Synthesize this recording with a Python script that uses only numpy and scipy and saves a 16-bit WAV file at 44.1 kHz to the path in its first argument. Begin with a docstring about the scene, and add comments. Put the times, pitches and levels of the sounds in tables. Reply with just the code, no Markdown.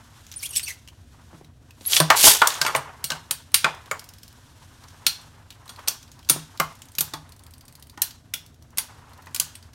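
"""Battling spinning tops

Two plastic tops in a thin plastic arena on a table, heard up close through a phone in a small quiet room.
A launcher squeaks as it is wound (gliding tones) and two launchers rip (bursts of clicks from gear teeth).
The tops land, clash and knock the rim: short noise pushes make the top, the arena and the table ring.
Wobbling tops tick once a turn, rubbing plastic drones and hisses, and soft room noise lies underneath."""
import sys
import numpy as np
from scipy import signal
from scipy.fft import rfft, irfft
from scipy.io import wavfile
from scipy.ndimage import uniform_filter1d

SR = 44100
rng = np.random.default_rng(int(sys.argv[2]) if len(sys.argv) > 2 else 0)


def digitize_waveform(pressure):
    """Quantize a signal to 16-bit integers and store it at the path in sys.argv[1].

    Rows of a 2-D input are taken as channels; values are limited to [-1, 1].
    """
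    field = np.atleast_2d(pressure).T
    bounded = np.clip(field, -1, 1)
    quanta = np.round(bounded * 32767).astype(np.int16)
    wavfile.write(sys.argv[1], SR, quanta)


N = 429534  # length in samples


def undb(db):
    """Turns decibels into an amplitude factor."""
    return 10 ** (np.asarray(db) / 20)


def level(x, db):
    """Sets the average (RMS) level of a sound."""
    return x * undb(db) / np.sqrt(np.mean(x ** 2))


def colour(x, points):
    """Makes some pitches stronger than others, following (frequency [Hz], level [dB]) points."""
    hz, db = np.transpose(points)
    f = np.maximum(np.arange(len(x) // 2 + 1) * SR / len(x), 1)
    gain = undb(np.interp(np.log(f), np.log(hz), db))
    return irfft(rfft(x) * gain, len(x))


def walk(rate):
    """Wandering random curve: a new value every 1 / rate seconds, with the steps smoothed twice."""
    k = int(SR / rate)
    steps = np.repeat(rng.standard_normal(N // k + 1), k)
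    return uniform_filter1d(uniform_filter1d(steps, k), k)[:N]


def decay(t, t60):
    """Dying away by 60 dB in t60 seconds."""
    return np.exp(-np.log(1000) * t / t60)


def bandpass(x, low_hz, high_hz):
    """Keeps the sound between two frequencies."""
    return signal.sosfilt(signal.butter(2, [low_hz, high_hz], "band", fs=SR, output="sos"), x)


def add(out, s, sound, peak_db):
    """Adds a sound at s seconds, scaled to the given peak level."""
    i = int(s * SR)
    scaled = sound * undb(peak_db) / np.abs(sound).max()
    out[i:i + len(sound)] += scaled[:len(out) - i]


# tone of the quiet room: (frequency [Hz], relative level [dB])
AIR = [(12, -51.5), (20, -20.5), (49, -14.5), (86, -3), (168, -15), (182, -31), (228, -14), (328, -23.5),
       (367, -27), (499, -30), (718, -28.5), (849, -41.5), (2320, -45.5), (16000, -58)]
AIR_DB = -51.5  # average level


def air():
    """Steady room tone: random noise coloured to be strongest in the bass."""
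    return level(colour(rng.standard_normal(N), AIR), AIR_DB)


# echo of the room: (centre of the band [Hz], time to fall 60 dB [s], echo level [dB])
ROOM = [(150, .33, -8), (500, 0.21, -7), (1450, 0.18, -9.5), (3717, 0.34, -10.5), (9700, 0.13, -9.5)]


def room(x):
    """Blurred echo off the room: noise in several bands, each dying at its own pace, fading in at the start."""
    t = np.arange(SR // 2) / SR
    octave = np.log2(np.maximum(np.arange(len(t) // 2 + 1) * SR / len(t), 1))
    centres = np.log2(np.array(ROOM)[:, 0])
    echo = 0
    for share, (_, t60, db) in zip(np.eye(len(ROOM)), ROOM):
        # neighbouring bands cross-fade at constant power
        weight = np.sqrt(np.interp(octave, centres, share))
        band = irfft(rfft(rng.standard_normal(len(t))) * weight, len(t))
        # the last factor keeps a long echo from being louder overall than a short one
        echo = echo + undb(db) * band * decay(t, t60) / np.sqrt(t60 * SR / 14)
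    fade_in = np.clip(t / 0.0036 - .3, 0, 1)
    return signal.fftconvolve(x, echo * fade_in)[:N]


# rough tail after a blow: start level against the blow in the arena (drone) and in the top (hiss),
# time to fall 60 dB
TAIL_DRONE_DB, TAIL_HISS_DB, TAIL_T60_S = -26.5, -38.5, 0.36


def rough_tail(column, below_db):
    """Strength of the rough tail after each blow: low drone and hiss that die away with the blow."""
    out = np.zeros(N)
    fade = decay(np.arange(SR) / SR, TAIL_T60_S)
    for blow in BLOWS:
        add(out, blow[0], fade, blow[column] + below_db)
    return uniform_filter1d(out, size=400)  # softens the start over about 9 ms


# tips and hands rubbing on plastic: (time [s], drone in the shell [dB], hiss [dB])
RUBBING = [(0, -58, -58), (.35, -60.5, -55), (.7, -62, -55), (.89, -67.5, -65), (1.36, -58.5, -60),
           (1.52, -72, -71), (1.85, -60, -60), (2.55, -42, -37), (2.9, -48.5, -59.5), (3.4, -61.5, -62),
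           (4.37, -61.5, -58.5), (5.07, -55, -56.5), (5.5, -61, -63.5), (5.81, -46.5, -57),
           (5.97, -64, -62.5), (6.54, -58, -57.5), (7.32, -60, -65), (8.65, -67, -68.5), (8.95, -53, -61),
           (9.44, -57.5, -61.5), (9.74, -61, -65)]
# drone of the arena shell: (frequency [Hz], relative level [dB])
ROLLING = [(210, -43), (350, -8), (645, -5.5), (958, 2.5), (2170, -9.5), (2290, -13.5), (2480, -13),
           (3000, -14.5), (3900, -42), (6600, -120)]
# hiss of the plastic: (frequency [Hz], relative level [dB])
HISS = [(880, -31.5), (1500, 2), (2080, -7.5), (3350, -1.5), (4920, -5), (5600, -3.5), (8660, -7.5),
        (12900, -12.5), (16000, -25.5)]


def rubbing_and_tails():
    """Rubbing shakes the shell in grains and hisses; the rough tails of the blows share this drone and hiss."""
    s, drone_db, hiss_db = np.transpose(RUBBING)
    t = np.arange(N) / SR
    grains = rng.standard_normal(N) * undb(4.5 * walk(70))
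    drone = level(colour(grains, ROLLING), 0)
    flutter = rng.standard_normal(N) * undb(2.0 * walk(90))
    hiss = level(colour(flutter, HISS), 0)
    # the drone tail follows the arena level of each blow, the hiss tail the level of the top
    drone_strength = undb(np.interp(t, s, drone_db)) + rough_tail(column=5, below_db=TAIL_DRONE_DB)
    hiss_strength = undb(np.interp(t, s, hiss_db)) + rough_tail(column=1, below_db=TAIL_HISS_DB)
    return drone * drone_strength + hiss * hiss_strength


# strokes of the gear teeth: (start of full strength [s], hold [s], rise over 20 dB [s], fall over 20 dB [s],
# level [dB], change of the low part [dB])
RASPS = [(0.433, .04, .04, 0.0059, -35, -4), (.57, .015, 0.049, 0.02, -27.5, -12),
         (0.63, .01, .02, 0.045, -42.5, -7), (0.69, .015, 0.041, 0.04, -33.5, 1.5),
         (1.926, .045, 0.057, 0.0362, -18.5, 0.5), (2.167, .004, .015, 0.04, -17.5, 3.5),
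         (2.197, .03, 0.017, 0.0472, -17.5, -1.5), (2.237, .05, 0.011, 0.0771, -5, 0.5)]
# ring of the launcher case: (frequency [Hz], relative level [dB])
GEARS = [(240, -48.5), (400, -14), (697, -19.5), (765, -14), (964, -19.5), (1140, -14), (1250, -17),
         (3070, -7), (3420, -6), (12100, -6), (16000, -17)]


def rasps():
    """Thousands of uneven tooth clicks a second ring the launcher case; each stroke swells, holds and dies."""
    is_click = rng.random(N) < .14  # share of samples that hold a click
    clicks = rng.standard_normal(N) * is_click * undb(3.5 * walk(300))
    whole = level(colour(clicks, GEARS), 0)
    low = colour(whole, [(1500, 0), (3000, -40)])
    t, out = np.arange(N) / SR, 0
    for s, hold, rise, fall, db, low_db in RASPS:
        # 0 while held, growing before and after; each 1 means 20 dB softer
        away = np.maximum(np.maximum((s - t) / rise, (t - s - hold) / fall), 0)
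        stroke = whole + (undb(low_db) - 1) * low
        out = out + undb(db - 20 * away) * stroke
    return out


# plastic squeaking on plastic: (start [s], end [s], start pitch [Hz], end pitch [Hz], lowest tone [dB],
# overtones [dB], brightest overtone [Hz])
SQUEAKS = [(.36, .383, 9200, 9400, -35, -70, 9000), (.373, 0.413, 8900, 4200, -45.5, -56, 11900),
           (0.425, .468, 1950, 3700, -37, -34, 9500), (.489, .52, 3500, 2700, -52, -37, 9100),
           (.525, 0.572, 2730, 3300, -42, -36, 7500), (.565, .584, 2740, 2740, -48, -20.5, 8100),
           (0.568, .586, 3660, 2690, -36.5, -50, 9000), (.586, .622, 2740, 2770, -58, -47, 8300),
           (0.628, 0.653, 4460, 4480, -38, -32.5, 9000), (0.653, .685, 3300, 2620, -55, -38, 5800),
           (0.663, 0.691, 2600, 2660, -38.5, -55, 6000), (0.673, 0.725, 2320, 1940, -37.5, -40, 6200),
           (1.86, 1.883, 11000, 11400, -22.5, -90, 9000)]
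WAVER_HZ = 110.6  # pitch shift for a random curve value of 1
OVERTONE_DB_PER_OCTAVE = 19  # overtones weaken this fast away from the brightest one


def squeaks():
    """Fast sticking and slipping at two contact spots: gliding stacks of tones that waver and stutter."""
    out, k = np.zeros(N), np.arange(1, 5)[:, None]  # k numbers the four tones of a stack
    for spot in range(2):
        waver, stutter = walk(900) + .6 * walk(150), walk(350)
        for s0, s1, hz0, hz1, first_db, over_db, bright_hz in SQUEAKS:
            i = np.arange(int(s0 * SR), int(s1 * SR))
            hz = np.geomspace(hz0, hz1, len(i)) + WAVER_HZ * waver[i]
            octaves_off = np.abs(np.log2(k * hz / bright_hz))
            db = np.where(k == 1, first_db, over_db - OVERTONE_DB_PER_OCTAVE * octaves_off)
            tones = np.sin(k * 2 * np.pi * np.cumsum(hz) / SR)
            audible = k * hz < .4 * SR  # leaves out tones too high to play cleanly
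            stack = np.sum(undb(db) * audible * tones, axis=0)
            strength = undb(6.0 * stutter[i])
            strength /= np.sqrt(np.mean(strength ** 2))
            out[i] += stack * strength * signal.windows.tukey(len(i), .3)
    return out


def contact(noise, ms, rattle_db, rattle_ms):
    """Scraping push of a spinning rim: quick rise, then it lets go while loose parts rattle on."""
    t = np.arange(len(noise)) / SR * 1000  # in ms
    rise = 1 - np.exp(-t / 0.72)
    return noise * rise * (np.exp(-t / ms) + undb(rattle_db) * np.exp(-t / rattle_ms))


def crack(push, best_hz, treble_db, focus_db):
    """Snap of hard plastic: broad noise with more or less treble and one heavily damped resonance."""
    snap = bandpass(push, 2300, 15000)
    dull = signal.sosfilt(signal.butter(2, 6500, fs=SR, output="sos"), snap)
    peak = signal.lfilter(*signal.iirpeak(best_hz, 9.0, fs=SR), push)
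    middle, treble = dull + undb(focus_db) * peak, snap - dull
    return middle / np.abs(middle).max() + undb(treble_db) * treble / np.abs(treble).max()


# single light ticks of loose parts and rims: (time [s], peak level [dB], ring [Hz])
TICKS = [(.2655, -35, 6240), (.315, -27, 5960), (.323, -29.5, 4020), (.3385, -32, 5300),
         (.595, -18.5, 2900), (0.8752, -34.5, 3050), (0.8842, -33.5, 3000), (1.4451, -41, 3850),
         (1.7068, -37, 2580), (1.8522, -27, 4000), (2.502, -14, 3800), (2.5408, -18, 6500),
         (2.5516, -23, 3470), (2.7613, -13, 8550), (3.518, -38, 9180), (3.747, -36, 2640),
         (3.8583, -39, 3630), (4.8375, -39, 4480), (4.8833, -39.5, 5640), (4.9044, -44, 3070),
         (5.2144, -43, 8300), (5.504, -29, 3900), (5.524, -38, 3140), (5.678, -33, 4030),
         (5.7603, -37, 4150), (5.792, -38, 3200), (6.0286, -35, 5720), (6.0775, -43, 4580),
         (6.116, -35, 6470), (6.1906, -39, 4890), (6.2282, -42, 3050), (6.574, -33, 4470),
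         (8.1077, -30, 4635), (9.5527, -28.5, 8500), (9.6257, -40.5, 4710), (9.733, -43, 5000),
         (6.8184, -31, 6600), (6.247, -43, 4700), (5.657, -42, 8500)]
# a lug on the rim of a wobbling top ticks once a turn: (first tick [s], end [s], time of a turn [s],
# first level [dB], last level [dB], ring [Hz])
WOBBLES = [(3.9938, 4.35, .0475, -29, -40, 5250), (6.686, 6.97, .0663, -45, -32, 6240),
           (6.726, 6.95, 0.064, -49, -39, 8500), (7.2914, 7.902, .0722, -38.5, -42.5, 8710),
           (7.3205, 7.93, 0.072, -40, -34, 4620), (8.462, 8.72, .0808, -46, -43.5, 5800),
           (9.093, 9.28, 0.083, -48, -44, 3700), (9.133, 9.32, 0.088, -46, -48, 4300)]
TICK_TREBLE_DB, WOBBLE_TREBLE_DB = -5.5, 1.5  # treble against the middle of the sound
WOBBLE_SCATTER_DB = 2.5  # random spread of level from tick to tick


def ticks():
    """Short dry touches that hardly move the shell: single ones, and runs of uneven strength, one per turn."""
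    out = np.zeros(N)
    rows = [(*row, TICK_TREBLE_DB) for row in TICKS]
    for first, end, turn, db0, db1, hz in WOBBLES:
        scatter = WOBBLE_SCATTER_DB * rng.standard_normal(16)
        for s, extra_db in zip(np.arange(first, end, turn), scatter):
            db = db0 + (db1 - db0) * (s - first) / (end - first)
            rows.append((s, db + extra_db, hz, WOBBLE_TREBLE_DB))
    for s, db, best_hz, treble_db in rows:
        push = contact(rng.standard_normal(2048), 2.4, rattle_db=-14.5, rattle_ms=14)
        add(out, s, crack(push, best_hz, treble_db, focus_db=6), db)
    return out


BLOW_TIME = np.arange(SR // 6) / SR  # time axis of one blow [s]


def ring(modes, spread, best_hz, focus_db, noise):
    """Ring of a body: moulded plastic splits each mode into a cluster of close tones that beat unevenly."""
    hz, db, t60 = (c[:, None] for c in np.transpose(modes))
    f = np.arange(len(BLOW_TIME) // 2 + 1) * SR / len(BLOW_TIME)
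    near_mode = np.exp(-((f - hz) / (spread * hz)) ** 2)
    clusters = irfft(rfft(noise) * near_mode, len(BLOW_TIME))
    clusters /= clusters.std(axis=1, keepdims=True)
    # the modes near best_hz are struck hardest
    gain = undb(db + focus_db * np.exp(-(np.log(hz / best_hz) / .1) ** 2))
    return np.sum(gain * clusters * decay(BLOW_TIME, t60), axis=0)


def body(push, response, low_hz, high_hz, knock_db):
    """A struck body: a short broad knock and the ring of its modes."""
    sound = signal.fftconvolve(push, response)
    knock = bandpass(push, low_hz, high_hz)
    sound[:len(push)] += undb(knock_db) * knock * np.abs(sound).max() / np.abs(knock).max()
    return sound


# blows: (time [s], peak of the top [dB], ring of the top [Hz], treble against the middle [dB],
# ring of the top against its peak [dB], arena peak [dB], arena ring [Hz], table thud peak [dB])
BLOWS = [(1.3292, -59, 2690, -16, -20, -56, 482, -36), (1.41, -55, 2790, -16, -20, -48, 565, -35.5),
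         (1.809, -35.5, 3900, -15, -12.5, -57.5, 537, -36.5),
         (1.9315, -4.5, 3230, -15.5, -25, -30, 1900, -58),
         (1.9648, 0.5, 3160, -12, -14.5, -17.5, 2310, -38), (2.001, 1.5, 9060, -5.5, -21.5, -5, 546, -5),
         (2.1022, 1, 2750, -6, -22, 4.5, 1270, -25), (2.2405, -1, 3400, -6, -15.5, -9.5, 870, -40),
         (2.2691, 3, 8750, 1.5, -23.5, -1, 960, -23), (2.4169, -10, 2740, -9, -13.5, 2, 1100, -53),
         (2.4718, -1.5, 6950, 3.5, -19, -21, 1070, -49), (2.614, -1, 5000, -8, -27.5, -9.5, 1520, -24),
         (2.6493, -14.5, 2570, -23, -25.5, -14.5, 1020, -44),
         (2.6634, -15.5, 3300, -21, -2, -10.5, 2050, -46), (2.6806, -24, 3100, -5, -27.5, -16, 1200, -39),
         (2.7493, -11.5, 2700, -5.5, -13.5, -5.5, 1170, -24.5), (3.041, -12, 8280, 3.5, -9, -47, 1170, -36),
         (3.1028, -8.5, 4200, -10, -30, -17, 1480, -46), (3.118, -14, 2870, -8, -26, -19, 1510, -26),
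         (3.3093, -6, 9000, 2.5, -18, -25, 1840, -39), (3.5425, 4.5, 9570, 1, -13.5, -26.5, 2480, -33),
         (3.6438, -15, 2780, -23, -17, -1, 950, -23), (3.912, -16, 6900, -6, -20, -13, 1624, -28.5),
         (5.0653, -0.5, 4180, -1.5, -12, -23.5, 1930, -37.5),
         (5.6925, -26.5, 3830, -9, -7, -39, 2110, -49.5), (5.875, -15, 8000, -10, -7, -24, 2380, -54),
         (5.8821, -4.5, 5800, 4.5, -20, -31, 1980, -39), (6.289, -14.5, 6220, 1, -25.5, -31, 1460, -53),
         (6.2968, 3.5, 9360, 2.5, -11.5, -14, 2570, -18), (6.36, -32, 5000, -10, -20, -31, 436, -25),
         (6.5988, -6.5, 3000, -0.5, -24, -7, 1170, -23.5), (6.984, -9, 11750, -12, -6, -42, 1560, -29.5),
         (7.007, -3.5, 12100, 6.5, -26, -23.5, 2480, -29), (7.136, -20, 3660, -8, -11, -22.5, 936, -27.5),
         (7.9748, -34, 2790, -4, -19.5, -30.5, 920, -37), (8.0183, -3.5, 11100, 7, -14, -30, 1950, -62),
         (8.3375, -11, 3400, 1, -16, -32, 2500, -44.5), (8.773, -18, 8700, 3, -16, -35.5, 1460, -39),
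         (8.7827, -5, 10000, 2, -15, -25.5, 2005, -45.5), (9.2695, -43.5, 4650, -8, -20, -33.5, 963, -41.5),
         (9.3461, -12.5, 7100, 3, -15, -28.5, 2360, -57), (9.361, -14.5, 5000, 2, -25, -44, 2300, -56),
         (9.3982, -2.5, 4550, 9, -24.5, -29.5, 2500, -38)]
# modes (natural tones) of a top: (frequency [Hz], level [dB], time to fall 60 dB [s])
TOP = [(2900, -3.5, 0.084), (3376, -0.5, 0.11), (4270, -8, .22), (4600, -0.5, 0.11), (5800, -1, 0.14),
       (6540, -2.5, 0.061), (6960, -2.5, 0.07), (8500, 1.5, .08), (8900, -2, 0.12), (9700, -1, 0.097),
       (11720, -0.5, 0.053), (13000, -1, .12)]
# modes of the arena shell: (frequency [Hz], level [dB], time to fall 60 dB [s])
ARENA = [(432, -22.5, 0.15), (561, -13, 0.061), (670, -12, 0.17), (864, -7, 0.17), (990, -3, 0.042),
         (1105, -5, 0.14), (1270, 3, 0.043), (1487, 0, 0.076), (1830, -9, 0.09), (2040, -1, 0.024),
         (2350, -1.5, 0.013)]
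# modes of the table: (frequency [Hz], level [dB], time to fall 60 dB [s])
TABLE = [(116, -13, .15), (149.7, 3.5, 0.18), (249, -12.5, 0.047), (290, -16, 0.3)]
CONTACT_MS = 3.22  # time constant of the push letting go


def blows():
    """Every blow sounds in the top, the arena shell and the table under it."""
    out = np.zeros(N)
    for s, top_db, top_hz, treble_db, ring_db, arena_db, arena_hz, thud_db in BLOWS:
        scrape, grain = rng.standard_normal((2, len(BLOW_TIME)))
        push = contact(scrape, CONTACT_MS, rattle_db=-24, rattle_ms=29)
        top_ring = signal.fftconvolve(push, ring(TOP, 0.033, top_hz, 13, grain))
        arena = body(push, ring(ARENA, .09, arena_hz, 8, grain), 490, 2800, knock_db=2)
        thud = body(push, ring(TABLE, .08, 152, 3, grain), 140, 650, knock_db=6)
        add(out, s, crack(push, top_hz, treble_db, focus_db=0.5), top_db)
        add(out, s, top_ring, top_db + ring_db)
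        add(out, s, arena, arena_db)
        add(out, s, thud, thud_db)
    return out


def scene():
    """Mixes all layers; blows, ticks, squeaks and rasps also echo in the room."""
    events = rasps() + squeaks() + ticks() + blows()
    # small bodies radiate no deep bass
    events = signal.sosfilt(signal.butter(4, 115, "high", fs=SR, output="sos"), events)
    return (air() + rubbing_and_tails() + room(events) + events)[None]


def record(dry):
    """The phone rounds the loudest peaks and cuts the top of the treble."""
    rounded = .9 * np.tanh(dry / .9)
    return signal.sosfilt(signal.ellip(10, .2, 90, 15900, fs=SR, output="sos"), rounded)  # cut at 15900 Hz


dry = scene()
out = record(dry)
digitize_waveform(out)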